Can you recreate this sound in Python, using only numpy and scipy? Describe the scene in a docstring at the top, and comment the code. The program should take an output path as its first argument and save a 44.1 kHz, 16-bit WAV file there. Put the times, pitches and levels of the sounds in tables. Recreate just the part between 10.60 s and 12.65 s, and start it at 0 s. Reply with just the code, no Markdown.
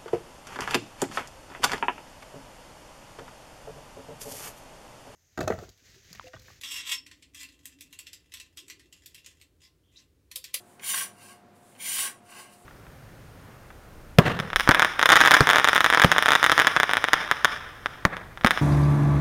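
"""In a small, quiet workshop, a steel card scraper takes two firm strokes along a wooden edge.
Tearing fibres make a dense rasp that rings the blade and, as the cut deepens, the wood.
Now and then the edge squeaks or catches. After each cut the blade slides back lightly.
A faint mains hum and room noise lie underneath."""
import sys
import numpy as np
from scipy import signal
from scipy.fft import rfft, irfft
from scipy.io import wavfile
from scipy.ndimage import map_coordinates

SR = 44100
rng = np.random.default_rng(int(sys.argv[2]) if len(sys.argv) > 2 else 0)


def file_out(sig):
    """Save sig as 16-bit WAV at sys.argv[1]."""
    # one column per channel
    cols = np.atleast_2d(sig).T
    # limit, then scale
    lim = np.clip(cols, -1, 1)
    pcm = np.round(lim * 32767).astype(np.int16)
    wavfile.write(sys.argv[1], SR, pcm)


N = 90404

# How loud each cut is as it goes: time_s, rasp_db, wood_db
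FIRST_CUT = [(0.212, -59.5, -52.5), (0.242, -38, -49), (0.302, -26.5, -43.5), (0.332, -30, -45.5),
             (0.344, -29.5, -29), (0.366, -28.5, -39), (0.378, -28.5, -38), (0.442, -35, -41),
             (0.51, -68, -66)]
SECOND_CUT = [(1.178, -62.5, -67), (1.206, -44, -53), (1.26, -32.5, -47.5), (1.362, -29, -43),
              (1.38, -31.5, -45), (1.39, -29, -37), (1.412, -28, -42.5), (1.474, -34, -34.5),
              (1.54, -64, -64.5)]
# The overall tone of the rasp and of the wood: pitch_hz, level_db
RASP_TONE = [(50, -57), (150, -22), (600, -22), (1400, -17.5), (2100, -2.5), (2500, -4.5), (3000, -2),
             (3900, -1.5), (4700, -2), (6500, -1.5), (8300, 0.5), (9500, 5), (11200, 2), (12000, -1),
             (12550, -6), (13300, 3.5), (14100, 1.5), (15700, -2)]
WOOD_TONE = [(50, -50), (160, -15), (400, -11.5), (800, -5.5), (1300, -7.5), (2000, -1.5), (2800, -4),
             (4000, -19.5), (8000, -14), (15700, -30)]
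# The pitches at which the wood rings: pitch_hz, width_hz, boost_db
WOOD_RINGS = [(924, 110, 4.5), (1100, 115, 15.5), (1579, 183, 16), (1786, 52, 4.5), (1941, 62, 9.5)]

def cuts(rasp_trim_db=-0.25, wood_trim_db=-3.0, turns_s=(0.35, 1.338), turn_length_s=0.029):
    """Tearing fibres ring blade and wood; the tone turns mid-cut as the contact point moves."""
    t = np.arange(N) / SR
    tear = fibres(per_s=9000, spread_db=2.5, clump_db=-0.53, clump_hz=300)
    early = unit(flex(colour(tear, RASP_TONE, blade_rings("early"))))
    late = unit(flex(colour(tear, RASP_TONE, blade_rings("late"))))
    rough_tear = fibres(per_s=9000, spread_db=2.5, clump_db=2.5, clump_hz=201)
    wood = unit(colour(rough_tear, WOOD_TONE, WOOD_RINGS))
    out = np.zeros(N)
    for cut, turn_s in zip((FIRST_CUT, SECOND_CUT), turns_s):
        times, rasp_db, wood_db = np.transpose(cut)
        late_share = .5 + .5 * np.tanh((t - turn_s) / turn_length_s)
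        steel = np.sqrt(1 - late_share) * early + np.sqrt(late_share) * late
        out += steel * level(times, rasp_db + rasp_trim_db)
        out += wood * level(times, wood_db + wood_trim_db)
    return out


# Pitches the blade boosts or weakens early in a cut, late in a cut and on the way back:
# pitch_hz, width_hz, early_db, late_db, back_db
BLADE_RINGS = [(2070, 140, 7.5, 5.5, 10), (2336, 37, -6, 14.5, 5.5), (2827, 300, 9.5, 10, 9),
               (3030, 45, 11.5, 10, 7.5), (3287, 82, 15.5, 11.5, 3), (3425, 105, -43, -7.5, -21),
               (3634, 120, 8.5, 4, 5), (4380, 116, 6, 5, 3.5), (4900, 73, -4, 7.5, 6),
               (5570, 270, -3.5, -3, -3), (5670, 120, 6.5, 9.5, 5.5), (5980, 77, 11.5, 9, 11),
               (7130, 380, 9, 5, 6), (8030, 130, -5, 12, 11.5), (8600, 210, 1.5, 4.5, 5),
               (9170, 180, 9.5, 6.5, 9.5), (9614, 120, 12.5, 11, 14), (10620, 240, -5, 9, 8.5)]

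def blade_rings(contact):
    """The blade rings differently depending on where it touches the wood."""
    column = ("early", "late", "back").index(contact)
    return [(hz, width, boosts[column]) for hz, width, *boosts in BLADE_RINGS]


def flex(x, share=.005, rate_hz=9):
    """The blade bends under the thumb, so its ringing drifts a little in pitch."""
    speed = 1 + share * wander(rate_hz)
    return map_coordinates(x, [np.cumsum(speed)], order=5, mode="mirror")


# Squeaks as the edge first bites: middle_s, half_length_s, level_db
SQUEAKS = [(0.245, 0.018, -45), (1.21, 0.018, -45.5), (1.26, 0.019, -39.5)]
# Their tone: pitch_hz, level_db
SQUEAK_TONE = [(500, -16), (1600, -30), (2100, 2), (2350, 17), (2600, -18.5), (3250, 4.5), (4200, -11),
               (9000, -23), (15700, -43.5)]

def squeaks():
    """Slips at the start of a cut ring the blade's lower pitches."""
    t = np.arange(N) / SR
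    grip = sum(amp(db) * np.exp(-((t - s) / half) ** 2) for s, half, db in SQUEAKS)
    slips = fibres(per_s=7600, spread_db=2.0, clump_db=1.6, clump_hz=300)
    return grip * unit(colour(slips, SQUEAK_TONE, blade_rings("early")))


# Moments when the edge catches: start_s, length_s, strength_db
CATCHES = [(0.289, 0.031, -43.5), (0.333, 0.016, -35.5), (0.377, 0.0099, -33.5), (0.404, 0.013, -39),
           (1.386, 0.016, -38), (1.433, 0.0095, -46), (1.478, 0.0082, -48)]
# Their tone: pitch_hz, level_db
CATCH_TONE = [(50, -27), (160, -18), (600, -10.5), (1100, -11.5), (1700, 0), (2500, 0), (3400, 7),
              (5000, -12), (9000, -4.5), (15700, -32)]

def catches(gain_db=4.0):
    """The edge judders: short bursts of coarse slips shake blade and wood."""
    t = np.arange(N) / SR
    grip = sum(amp(db) * np.exp(-(2 * (t - s) / length - 1) ** 4) for s, length, db in CATCHES)
    slips = grip * fibres(per_s=6000, spread_db=2.2, clump_db=1.8, clump_hz=500)
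    return amp(gain_db) * colour(slips, CATCH_TONE, blade_rings("late") + WOOD_RINGS)


# How loud each slide back is as it goes: time_s, hiss_db, ring_db
FIRST_SLIDE = [(0.54, -69, -71), (0.628, -53, -51.5), (0.64, -53.5, -57.5), (0.72, -54, -53.5),
               (0.776, -70.5, -70.5), (0.8, -76.5, -77)]
SECOND_SLIDE = [(1.63, -73, -79), (1.698, -56.5, -52.5), (1.706, -51.5, -58), (1.724, -54.5, -50),
                (1.806, -48, -49.5), (1.89, -65.5, -60), (1.938, -56, -62), (1.964, -69, -67),
                (1.98, -84, -78)]
# The tone of its hiss and of its lower ring: pitch_hz, level_db
SLIDE_HISS_TONE = [(200, -15), (2000, -10), (3450, -6.5), (4400, 0), (6500, -4), (9500, -1.5), (11000, -2),
                   (12400, -9), (14000, -2), (15700, -11)]
SLIDE_RING_TONE = [(50, -39), (200, -10.5), (800, 3), (1100, -2.5), (1500, -2.5), (1900, -7.5), (2300, 1),
                   (2850, 3), (3450, -8.5), (5000, -10), (15700, -40)]

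def slides(hiss_trim_db=-0.65, ring_trim_db=-0.94):
    """The edge skims back lightly with a fine hiss, softly ringing blade and wood."""
    skim = fibres(per_s=20000, spread_db=2.5, clump_db=1.1, clump_hz=152)
    hiss = unit(flex(colour(skim, SLIDE_HISS_TONE, blade_rings("back"))))
    ring = unit(colour(skim, SLIDE_RING_TONE, blade_rings("back") + WOOD_RINGS))
    out = np.zeros(N)
    for slide in (FIRST_SLIDE, SECOND_SLIDE):
        times, hiss_db, ring_db = np.transpose(slide)
        out += hiss * level(times, hiss_db + hiss_trim_db)
        out += ring * level(times, ring_db + ring_trim_db)
    return out


# Moments when the blade touches down: start_s, strength_db
TOUCHES = [(0.196, -45.5), (1.122, -64), (1.151, -54), (1.162, -55.5)]
# Their tone: pitch_hz, level_db
TOUCH_TONE = [(150, -17), (700, 8), (1400, -5), (2300, 6.5), (3200, -4.5), (5500, -10), (9000, -16),
              (15700, -35)]

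def touches(decay_s=.006, gain_db=5):
    """Steel lands on wood with soft knocks."""
    t = np.arange(N) / SR
    push = sum(amp(db) * (t >= s) * np.exp(-abs(t - s) / decay_s) for s, db in TOUCHES)
    return amp(gain_db) * colour(push * rng.standard_normal(N), TOUCH_TONE, blade_rings("early"))


# The bench takes the hand's weight: middle_s, half_length_s, pitch_hz, level_db
THUDS = [(0.222, 0.0083, 205, -49.5), (0.425, 0.031, 180, -61), (1.182, 0.0096, 250, -57),
         (1.202, 0.038, 206, -56.5), (1.47, 0.041, 228, -60)]

def thuds(drift_rad=0.33):
    """The bench booms faintly as pressure comes and goes."""
    t = np.arange(N) / SR
    out = np.zeros(N)
    for s, half, hz, db in THUDS:
        swell = amp(db) * np.exp(-((t - s) / half) ** 2)
        out += swell * np.sin(2 * np.pi * hz * t + drift_rad * wander(41))
    return out


# Swishes around the strokes: middle_s, half_length_s, level_db
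SWISHES = [(0.0, 0.023, -60), (0.11, 0.077, -64), (0.966, 0.021, -70.5), (1.098, 0.1, -63),
           (2.023, 0.16, -63.5)]
# Their tone: pitch_hz, level_db
SWISH_TONE = [(500, -33), (2500, -11.5), (5500, -15.5), (7700, -6.5), (9600, -5), (12000, -13.5),
              (14000, -14), (15700, -18.5)]

def swishes():
    """A faint, high hiss swells as the hand turns round."""
    t = np.arange(N) / SR
    swell = sum(amp(db) * np.exp(-((t - s) / half) ** 2) for s, half, db in SWISHES)
    return swell * unit(colour(rng.standard_normal(N), SWISH_TONE))


# How long the room's echo takes to fade by 60 dB: pitch_hz, fade_s
ECHO_FADES = [(200, 0.94), (1500, 0.24), (4000, 0.23), (9000, 0.23), (15000, 0.15)]

def room_echo(x, gap_s=0.0036):
    """The room adds a short, blurred echo in which low pitches last longest."""
    hz, t, bands = signal.stft(rng.standard_normal(SR // 2), SR, nperseg=256)
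    fade = amp(-60 * t / look_up(ECHO_FADES, hz)[:, None])
    tail = signal.istft(bands * fade, SR, nperseg=256)[1]
    tail *= np.arange(len(tail)) / SR > gap_s
    return signal.fftconvolve(x, tail / np.linalg.norm(tail))[:N]


# The notes in the hum: pitch_hz, level_db
HUM_NOTES = [(100, -71), (200, -69), (360, -69), (607, -75), (709, -64)]
# The tone of the room noise: pitch_hz, level_db
ROOM_NOISE_TONE = [(25, -17), (65, -19), (100, -4), (160, -6.5), (235, -2), (300, -7), (420, -8),
                   (680, -7.5), (1020, -11.5), (1550, -15.5), (3260, -26), (8000, -33), (15500, -38)]

def background(waver_db=2.5, drift_rad=0.22, noise_db=-58.5):
    """Mains and machines hum with a slight waver over steady room noise."""
    t = np.arange(N) / SR
    hum = np.zeros(N)
    for hz, db in HUM_NOTES:
        loudness = np.sqrt(2) * amp(db + waver_db * wander(6))
        hum += loudness * np.sin(2 * np.pi * (hz * t + rng.random()) + drift_rad * wander(3.4))
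    return hum + amp(noise_db) * unit(colour(rng.standard_normal(N), ROOM_NOISE_TONE))


def fibres(per_s, spread_db, clump_db, clump_hz):
    """Tiny snaps of uneven size that come in louder and softer clumps."""
    snaps = (rng.random(N) < per_s / SR) * rng.choice([-1, 1], N)
    size_db = spread_db * np.minimum(rng.exponential(1, N), 4)
    return unit(snaps * amp(size_db + clump_db * wander(clump_hz)))


def colour(x, tone, rings=()):
    """Passes a sound through an object with an overall tone and ringing pitches."""
    hz = abs(np.fft.fftfreq(8192, 1 / SR))
    rings_db = sum(boost / (1 + (2 * (hz - pitch) / width) ** 2) for pitch, width, boost in rings)
    log_gain = np.log(amp(look_up(tone, hz) + rings_db))
    # The object's answer to one tap: the ringing comes after the tap, never before.
    response = np.fft.ifft(np.exp(np.conj(signal.hilbert(log_gain)))).real
    return signal.fftconvolve(x, response[:len(hz) // 2])[:N]


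def wander(rate_hz):
    """A random drift of typical size 1, mostly slower than the given rate."""
    hz = np.fft.rfftfreq(N, 1 / SR)
    return unit(irfft(rfft(rng.standard_normal(N)) / (1 + (hz / rate_hz) ** 4), N))


def level(times, db, fade_db_per_s=700):
    """Loudness that follows the given points and dies away outside them."""
    t = np.arange(N) / SR
    outside_s = abs(t - np.clip(t, times[0], times[-1]))
    return amp(np.interp(t, times, db) - fade_db_per_s * outside_s)


def look_up(table, hz):
    """Finds a table's value at any pitch by blending between its rows."""
    pitches, values = np.transpose(table)
    return np.interp(np.log(hz + 1), np.log(pitches + 1), values)


def amp(db):
    """Turns decibels into a number to multiply by."""
    return 10 ** (np.asarray(db) / 20)


def unit(x):
    """Scales a sound to an average strength (rms) of 1."""
    return x / np.sqrt(np.mean(x ** 2) + 1e-20)


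def scene(echo_db=-8.5):
    """The scraper, its echo and the workshop background, in one channel."""
    work = cuts() + squeaks() + catches() + slides() + touches() + thuds() + swishes()
    return (work + amp(echo_db) * room_echo(work) + background())[None]


def record(dry, top_hz=15750):
    """Removes the very highest treble."""
    low_pass = signal.firwin(801, top_hz, window=("kaiser", 9), fs=SR)
    return signal.oaconvolve(dry, low_pass[None], "same")


dry = scene()
out = record(dry)
file_out(out)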